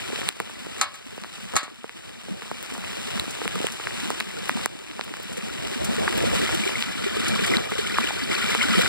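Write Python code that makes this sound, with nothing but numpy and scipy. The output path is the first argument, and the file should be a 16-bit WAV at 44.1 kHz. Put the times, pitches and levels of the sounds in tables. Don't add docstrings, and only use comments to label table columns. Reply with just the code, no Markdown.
import sys
import numpy as np
from scipy import signal
from scipy.fft import rfft, irfft, next_fast_len
from scipy.io import wavfile

SR = 44100
rng = np.random.default_rng(int(sys.argv[2]) if len(sys.argv) > 2 else 0)


def store_pcm(level_fs):
    pcm = np.round(np.clip(level_fs, -1, 1) * 32767).astype(np.int16)
    wavfile.write(sys.argv[1], SR, np.atleast_2d(pcm).T)


N = 391608


def from_db(db):
    return 10 ** (np.asarray(db) / 20)


def rms_one(x):
    return x / np.sqrt(np.mean(x ** 2) + 1e-20)


def in_time(rows):
    s, values = np.transpose(rows)
    return np.interp(np.arange(N) / SR, s, values)


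def humps(rows):
    t = np.arange(N) / SR
    return sum(db * np.exp(-((t - s) / half_length) ** 2) for s, db, half_length in rows)


def add(track, s, sound):
    start = max(0, int(s * SR))
    part = track[..., start:start + sound.shape[-1]]
    part += sound[..., :part.shape[-1]]


def delayed(x, size):
    return signal.lfilter(np.r_[np.zeros(size), 1], [1], x)


def filtered(x, order, hz, kind):
    return signal.sosfilt(signal.butter(order, hz, kind, fs=SR, output="sos"), x)


def drift(rate):
    r = np.exp(-80 * np.pi * rate / SR)
    noise = rng.standard_normal(N // 40 + 2002)
    slow = signal.lfilter([1], [1, -2 * r, r * r], noise)[2000:]
    return np.interp(np.arange(N) / 40, np.arange(len(slow)), rms_one(slow))


def coloured(x, spectrum):
    size = next_fast_len(N + 2000)
    hz, db = np.transpose(spectrum)
    bins_hz = np.fft.rfftfreq(size, 1 / SR)
    gain = from_db(np.interp(np.log(bins_hz + 1), np.log(hz), db))
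    return irfft(rfft(x, size) * gain, size)[..., :N]


def resonance(x, hz, width):
    r = np.exp(-np.pi * width / SR)
    poles = [1, -2 * r * np.cos(2 * np.pi * hz / SR), r * r]
    return signal.lfilter(np.array([1, 0, -1]) * (1 - r * r) / 2, poles, x)


def ringing(x, modes):
    return rms_one(x + sum(from_db(db) * resonance(x, hz, width) for hz, width, db in modes))


def ping(hz, t60, rise=0, swell=1e-4):
    t = np.arange(int(t60 * SR) + 2) / SR
    envelope = (1 - np.exp(-t / swell)) * np.exp(-np.log(1000) * t / t60)
    return envelope * np.sin(2 * np.pi * hz * t * (1 + rise * t / t60 / 2))


def patter(per_s, spread_db, channels):
    shape = (channels, N)
    sizes = from_db(spread_db * np.minimum(rng.exponential(1, shape), 5))
    signs = rng.choice([-1, 1], shape)
    return rms_one(sizes * signs * (rng.random(shape) < per_s / SR))


def bubbles(per_s, low_hz, high_hz, cycles, spread_db, rise):
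    out = np.zeros(N)
    for when, size, life, strength in rng.random((int(per_s * N / SR), 4)):
        hz = low_hz * (high_hz / low_hz) ** size
        loudness = from_db(-spread_db * np.log(max(strength, .02)))
        add(out, when * N / SR, loudness * ping(hz, cycles * (.5 + life) / hz, rise))
    return rms_one(out)


def spurts(per_s, length_s, lift_db):
    t = np.arange(int(8 * length_s * SR)) / (length_s * SR)
    lumps = np.zeros(N)
    for when, size in rng.random((int(per_s * N / SR), 2)):
        add(lumps, when * N / SR, size * t * np.exp(1 - t))
    return rms_one(from_db(lift_db * np.tanh(lumps)))


def drips(tick_hz, tick_t60):
    # start_s, thud_db, pitch_hz, cycles until it has died, tick_db, ring_db
    near_taps = [(.101, -15, 480, 3.3, -30, -38), (0.128, -14.5, 367, 4.9, -27, -38),
                 (0.159, 0, 3150, 4.2, -15, -45), (0.187, -17, 560, 4, -25, -35),
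                 (0.216, -4, 2210, 2.6, -22, -47), (.231, -9, 1400, 2.4, -24, -43),
                 (0.2887, 5, 3730, 6.2, 7, -35), (0.4012, 24.5, 1340, 0.61, 8, -11.5),
                 (.407, -8, 790, 5, -25, -28), (0.4967, -1, 950, 1.2, -15.5, -43),
                 (0.666, -8.5, 420, 3, -20.5, -33.5), (1.1785, 0, 467, 1.6, -14, -27),
                 (1.237, 12.5, 2600, 1.25, -19, -32), (1.2449, 4.5, 1100, 1.23, -20, -34),
                 (1.382, -9.5, 900, 1.9, -23.5, -36), (1.5364, 2.5, 900, 1.2, -8, -34),
                 (1.5404, 1.5, 800, 1.3, -12, -38), (1.629, -4, 290, 3.8, -25, -36),
                 (1.679, 2.5, 700, 1.3, -18, -30), (1.8424, 7.5, 500, 1.17, -13, -15),
                 (1.8939, 6.5, 2350, 2.9, -9, -24), (2.283, -11, 510, 4.9, -18, -32),
                 (2.4211, 7.5, 1660, 1.2, -9, -23), (2.456, -6, 900, 1.3, -20, -37),
                 (2.5139, 5.5, 770, 1.76, -8, -28), (2.751, -6, 1060, 1.9, -20, -42),
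                 (2.763, -8, 700, 1.5, -23, -42), (2.779, 0, 600, 0.71, -7, -32),
                 (2.84, -6, 1300, 2.1, -16, -33), (2.931, -3, 2620, 2.9, -24, -42),
                 (3.1761, 2, 1770, 1.5, -17, -31), (3.197, -2, 3850, 14, 2, -40),
                 (3.239, -17.5, 520, 6, -24, -45), (3.279, -11, 680, 2.2, -25, -42),
                 (3.4158, -6.5, 796, 2.6, -30, -18), (3.4548, -6.5, 745, 2.1, -26, -17),
                 (3.478, 4.5, 2770, 4.1, 0.5, -40), (3.5564, -15, 1240, 6.3, -4, -18),
                 (3.602, -6.5, 290, 3.3, -15, -38), (3.6428, -7.5, 442, 6.1, -14, -21),
                 (3.6686, -2, 3200, 8.6, 2, -36), (3.7985, 2, 920, 1.03, -22, -24),
                 (3.8709, 3, 1780, 3.9, -21, -28), (4.1035, 2.5, 840, 1.9, 0, -23),
                 (4.202, 5, 3880, 3.3, 3.5, -43), (4.2067, 8.5, 2240, 3.1, -30, -28),
                 (4.4941, 13, 1400, 1.88, -22, -39), (4.571, -10, 890, 4.3, -20.5, -42),
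                 (4.593, 3, 1200, 0.86, -20, -29), (4.659, 17, 1116, 0.72, 10, -25),
                 (4.9125, 2.5, 2950, 3.1, -25, -37.5), (4.993, 5.5, 730, 2, -26, -28),
                 (5.011, 15.5, 2870, 2.04, -10, -26), (5.0795, 3, 1500, 0.94, -24.5, -34),
                 (5.139, 8, 1670, 1.37, -22, -37), (5.169, -9, 1650, 4, -6, -44),
                 (6.078, -2, 1650, 8, -23, -35.5), (6.0803, -9, 1100, 9.8, -28, -33),
                 (6.205, -4.5, 2480, 5.5, -24, -42), (6.2378, -9, 476, 9, -16, -26),
                 (6.492, 6.5, 1200, 0.99, -22, -34), (6.6924, 2.5, 674, 0.81, -26, -41),
                 (6.8246, 3, 3180, 6.6, -30, -38), (7.569, -3.5, 3900, 23, -8, -42),
                 (7.583, -3, 1300, 2.8, -22, -38), (7.7192, 7, 890, 0.94, -11, -24),
                 (7.9846, 0.5, 1140, 9.2, -15, -27), (8.106, -14.5, 830, 12, -24, -45),
                 (8.5492, 9, 1100, 1.2, -2.5, -22)]
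    # ring_hz, level_db relative to the drop's ring, t60_s
    hollow_body = [(470, 0, 0.036), (1250, -5, 0.016)]
    out = np.zeros(N)
    dull = np.exp(-2 * np.pi * tick_hz / SR)
    impact = (1 - dull) * dull ** np.arange(20)
    for s, db, hz, cycles, tick_db, ring_db in near_taps + small_drips():
        thud = filtered(np.pad(ping(hz, cycles / hz), (0, 500)), 1, hz / 5, "high")
        add(out, s, -from_db(db) * thud)
        for body_hz, body_db, body_t60 in hollow_body:
            add(out, s, -from_db(ring_db + body_db) * ping(body_hz, body_t60))
        add(out, s, -from_db(tick_db) * impact)
        add(out, s, -from_db(tick_db - 8.0) * ping(tick_hz, tick_t60))
    return dispersed(out, order=5) * from_db([[-23], [0]])


def small_drips():
    per_s, low_hz, high_hz, cycles = 16, 507, 3050, 1.56
    thud_db, tick_db, ring_db, spread_db = -15, -17, -46, 7
    rows = []
    for when, strength, size in rng.random((int(per_s * N / SR), 3)):
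        hz = low_hz * (high_hz / low_hz) ** size
        db = spread_db * (strength - .5)
        rows.append((when * N / SR, thud_db + db, hz, cycles, tick_db + db, ring_db + db))
    return rows


def dispersed(x, order):
    lag_below_hz, bass_cut_hz = 845, 108
    k = np.exp(-2 * np.pi * lag_below_hz / SR)
    for stage in range(order):
        x = signal.lfilter([-k, 1], [1, -k], x + 1e-18)
    return filtered(x, 2, bass_cut_hz, "high")


def splats(t60, low_hz):
    # start_s, level_db
    near_bursts = [(2.737, -26), (3.307, -24.5), (3.72, -24), (5.036, -26), (5.327, -25), (5.373, -25),
                   (5.845, -20.5), (6.344, -29), (6.545, -23), (7.281, -21), (7.463, -20.5)]
    out, t = np.zeros((2, N)), np.arange(SR // 20) / SR
    for s, db in near_bursts:
        add(out, s, from_db(db - 60 * t / t60) * rng.standard_normal((2, len(t))))
    return filtered(out + 1e-18, 2, [low_hz, 2 * low_hz], "band")


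def spatter(per_s, t60, low_hz):
    dying = from_db(-60 / (t60 * SR))
    hits = np.abs(patter(per_s, spread_db=10.0, channels=1))
    puffs = signal.lfilter([1], [1, -dying], hits + 1e-18)
    return rms_one(filtered(puffs * rng.standard_normal((2, N)), 2, low_hz, "high"))


def ladder():
    # start_s, level_db
    knocks = [(.781, -42), (0.8126, -17), (.941, -35.5), (1.555, -28.5), (1.5644, -14.5), (1.605, -33),
              (1.630, -27.5)]
    # pitch_hz, level_db, t60_s
    rail_modes = [(578, -13, .42), (602, -14, .3), (1063, -5, .3), (1100, -7, .24), (1136, -4, .27),
                  (1160, -8, .36), (1290, 2, .19), (1685, -8, .28), (790, -4, .14), (1895, -7, .2),
                  (2175, -3, .13), (2230, -5, .21), (2455, -6, .2), (2718, -6, .16), (3390, -7, .13),
                  (3844, -7, .18), (4194, -3, .12), (4660, -9, .14), (5090, -8, 0.11)]
    # low_hz, high_hz, level_db, t60_s
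    clatter_bands = [(607, 1840, 3, 0.19), (1380, 2600, -1.5, 0.2), (100, 420, -22, 0.093),
                     (2640, 4560, 2, 0.2), (6000, 9380, 8.5, 0.06), (10800, 13500, -9.5, 0.064)]
    touch_s, touch_loss_db = .008, 5
    out, t = np.zeros((2, N)), np.arange(SR // 2) / SR
    for s, knock_db in knocks:
        for hz, db, t60 in rail_modes:
            strengths = from_db(knock_db + db + rng.normal(0, 1, (2, 1)))
            add(out, s, strengths * ping(hz, t60) * rng.choice([-1, 1]))
    for s, knock_db in knocks:
        for k in range(4):
            touch_at = s + touch_s * k * rng.uniform(.8, 1.2)
            touch_db = knock_db - touch_loss_db * k
            for low, high, db, t60 in clatter_bands:
                noise = rms_one(filtered(rng.standard_normal((2, len(t))), 3, [low, high], "band"))
                decay = np.exp(-np.log(1000) * t / t60)
                add(out, touch_at, from_db(touch_db + db) * noise * decay)
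    return out


def pouring():
    # frequency_hz, level_db
    spray_colour = [(200, -39), (450, -28), (800, -26), (1300, -26), (2200, -25), (3000, 19.5), (4200, 8.5),
                    (6200, 1.5), (8000, 6.5), (10500, 0.5), (14500, -12.5)]
    # pitch_hz, width_hz, level_db
    neck_modes = [(1434, 15, -0.5), (2027, 82, -1), (2340, 66, 7.5)]
    spray = rms_one(coloured(patter(per_s=9000, spread_db=4.5, channels=3), spray_colour))
    froth = np.array([bubbles(per_s=600, low_hz=1115, high_hz=7760, cycles=11.5, spread_db=-1.0, rise=0)
                      for path in range(3)])
    fizz = np.array([bubbles(per_s=230, low_hz=1200, high_hz=5600, cycles=44, spread_db=3.3, rise=.1)
                     for path in range(3)])
    splashes = (spray + from_db(-3) * froth) * spurts(per_s=26, length_s=.005, lift_db=8)
    clusters = fizz * spurts(per_s=20, length_s=.012, lift_db=5)
    water = ringing(splashes + from_db(-3.5) * clusters, neck_modes)
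    straight, echoes = water[0], water[1:]
    return from_db(-6) * np.array([delayed(straight, 2), straight]) + from_db(3.5) * echoes


def plops():
    # start_s, level_db, pitch_hz
    clear_bubbles = [(4.37, -22, 1400), (5.495, -18.5, 1400), (6.636, -12, 2300), (6.676, -12, 2300),
                     (6.755, -10, 2120), (7.359, -23, 1100), (7.391, -13, 2360), (7.5, -14, 2310),
                     (7.5372, -6.5, 2020), (7.848, -20, 1420), (7.865, -15, 2150), (7.897, -16, 1830),
                     (7.943, -12, 2400), (7.9687, -16, 1640), (8.031, -12, 2470), (8.072, -6.5, 2910),
                     (8.172, -29, 1450), (8.2375, -11.5, 4570), (8.291, -22, 2000), (8.3117, -12, 2070),
                     (8.352, -7.5, 4280), (8.364, -16, 2450), (8.43, -16, 2200), (8.452, -16, 2150),
                     (8.6122, -3, 2134), (8.6185, -1, 2980), (8.6377, -10, 1450), (8.71, -13, 2030),
                     (8.7564, -13, 1900), (8.8322, -14, 1350), (8.859, -11, 1440)]
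    out = np.zeros(N)
    for s, db, hz in clear_bubbles:
        add(out, s, from_db(db) * ping(hz, 37.4 / hz, rise=0.1, swell=0.00098))
    return out * from_db([[0], [-14]])


def glugs(right_db):
    # start_s, level_db, pitch_hz
    air_pockets = [(5.776, -22, 427), (5.98, -13, 430), (6.004, -19, 205), (6.15, -19, 195),
                   (6.534, -16, 325), (6.685, -24, 397), (7.062, -11, 385), (7.166, -13, 410),
                   (7.304, -22, 169), (7.493, -16, 360), (7.55, -16, 355), (7.566, -13, 228),
                   (7.724, -13, 420), (7.787, -9, 410), (8.035, -22.5, 397), (8.295, -19, 385),
                   (8.44, -18, 210), (8.729, -16, 222), (8.775, -11, 325), (8.83, -19, 212)]
    out = np.zeros(N)
    for s, db, hz in air_pockets:
        add(out, s, from_db(db) * ping(hz, 22 / hz, rise=.15, swell=.003))
    return np.array([out, -from_db(right_db) * out])


def churning():
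    # frequency_hz, level_db
    rumble_colour = [(25, -11), (55, 10.5), (90, 5.5), (135, 3), (230, -8.5), (320, -3), (450, -2),
                     (700, -0.5), (1400, -19.5), (5000, -68)]
    # pitch_hz, width_hz, level_db
    tank_modes = [(182, 22, -3), (228, 30, 0), (370, 120, -7)]
    rumble = rms_one(coloured(rng.standard_normal((3, N)), rumble_colour)) * from_db(3 * drift(14))
    gurgle = np.array([bubbles(per_s=55, low_hz=173.5, high_hz=560, cycles=20, spread_db=3.2, rise=.15)
                       for path in range(3)])
    low = ringing(rumble + from_db(-1) * gurgle, tank_modes)
    opposed = filtered(low[0], 2, 110, "high") * np.array([[1], [-1]])
    return from_db(-4) * opposed + from_db(-11.5) * low[1:]


def rain():
    # frequency_hz, level_db
    rain_colour = [(200, 6), (450, -0.5), (800, 7.5), (1300, 8), (2200, 6.5), (3000, 12), (4200, 5),
                   (6200, 1), (8200, 2), (9500, 3), (10300, -2.5), (11500, -11), (14500, -11)]
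    wash = rng.standard_normal((2, N)) + from_db(-2) * patter(per_s=900, spread_db=4.4, channels=2)
    plips = np.array([bubbles(per_s=260, low_hz=1700, high_hz=15000, cycles=8, spread_db=4.2, rise=0)
                      for port in range(2)])
    flutter = from_db(1.1 * drift(20))
    return rms_one(coloured(wash + from_db(-10.5) * plips, rain_colour)) * flutter


def scene():
    # time_s, level_db
    water_level = [(0, -31.5), (2.5, -31), (3.15, -30.5), (3.7, -30), (5.8, -31), (6.35, -27.5), (6.8, -31),
                   (7.1, -31), (7.5, -27), (8.2, -31), (8.6, -24.5), (8.85, -20.5)]
    # time_s, share of the rain-and-stream power that is stream (0-1)
    nearness = [(0, 0.15), (4.0, 0.12), (5.3, 0.21), (6.3, 0.18), (7.2, 0.92), (8.8, 0.79)]
    # time_s, offset_db
    churn_offset = [(0, -1), (2.4, -1.5), (4.2, -0.5), (5.3, 1.5), (5.9, 3.5), (6.8, 1.5), (7.4, 2),
                    (8.2, 0), (8.8, 1)]
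    # centre_s, change_db, half_length_s
    bumps_and_swells = [(.85, 6, 0.075), (1.565, 16.5, 0.028), (2.33, 8.5, 0.054), (6.285, 5.5, 0.0095),
                        (6.3, 3.5, 0.15), (7.55, 3.5, 0.041)]
    # centre_s, change_db, half_length_s
    surges = [(6.22, 3, .02), (6.48, 2, 0.018), (7.555, 2.5, 0.015), (7.68, -4.5, 0.02), (8.27, -4, .02),
              (8.335, 4.5, 0.022), (8.43, 2.5, 0.011), (8.59, -0.5, .02), (8.86, 1.5, .025)]
    water_db = in_time(water_level)
    near = np.clip(in_time(nearness), 0, 1)
    spray = from_db(-21.5 + 6 * near) * spatter(per_s=40, t60=.014, low_hz=6000)
    low_db = water_db + in_time(churn_offset) + humps(bumps_and_swells)
    stream = from_db(humps(surges) - 1) * pouring()
    wet = from_db(water_db - 3.5) * (np.sqrt(1 - near) * rain() + np.sqrt(near) * stream + spray)
    tank = from_db(low_db) * churning() + glugs(right_db=-5.5) + plops()
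    drops = drips(tick_hz=9920, tick_t60=0.0015) + splats(t60=0.067, low_hz=5300)
    return wet + tank + drops + from_db(-2.0) * ladder()


def gain_control(x):
    threshold_db, detector_hz, attack_s = -13, 3020, 0.0074
    release_db_per_s, start_duck_db = 10, 3
    treble = filtered(x, 2, detector_hz, "high")
    over_db = 20 * np.log10(np.abs(treble).max(axis=0) + 1e-9) - threshold_db
    climb = release_db_per_s * np.arange(N) / SR
    held = np.maximum.accumulate(np.maximum(over_db + climb, start_duck_db))
    duck_db = np.maximum(held - climb, 0)
    r = np.exp(-1 / (attack_s * SR))
    smooth_db = signal.lfilter([1 - r], [1, -r], duck_db, zi=[r * start_duck_db])[0]
    return x * from_db(-smooth_db)


def record(dry):
    # frequency_hz, left_minus_right_db
    balance = [(500, 0), (1100, -.5), (2300, 3), (4200, 1.5), (8000, 0), (10500, 3), (13000, 8)]
    dulled = signal.fftconvolve(dry[::-1], signal.firwin(9, 11500, fs=SR)[None], "same", axes=1)
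    wide = dry - .87 * delayed(dulled, 14)
    left = coloured(wide[0], [(hz, db / 2) for hz, db in balance])
    right = coloured(wide[1], [(hz, -db / 2) for hz, db in balance])
    clipped = np.clip(gain_control(np.array([left, right])), -1, 1)
    return signal.sosfilt(signal.ellip(10, .2, 80, 15700, fs=SR, output="sos"), clipped)


dry = scene()
out = record(dry)
store_pcm(out)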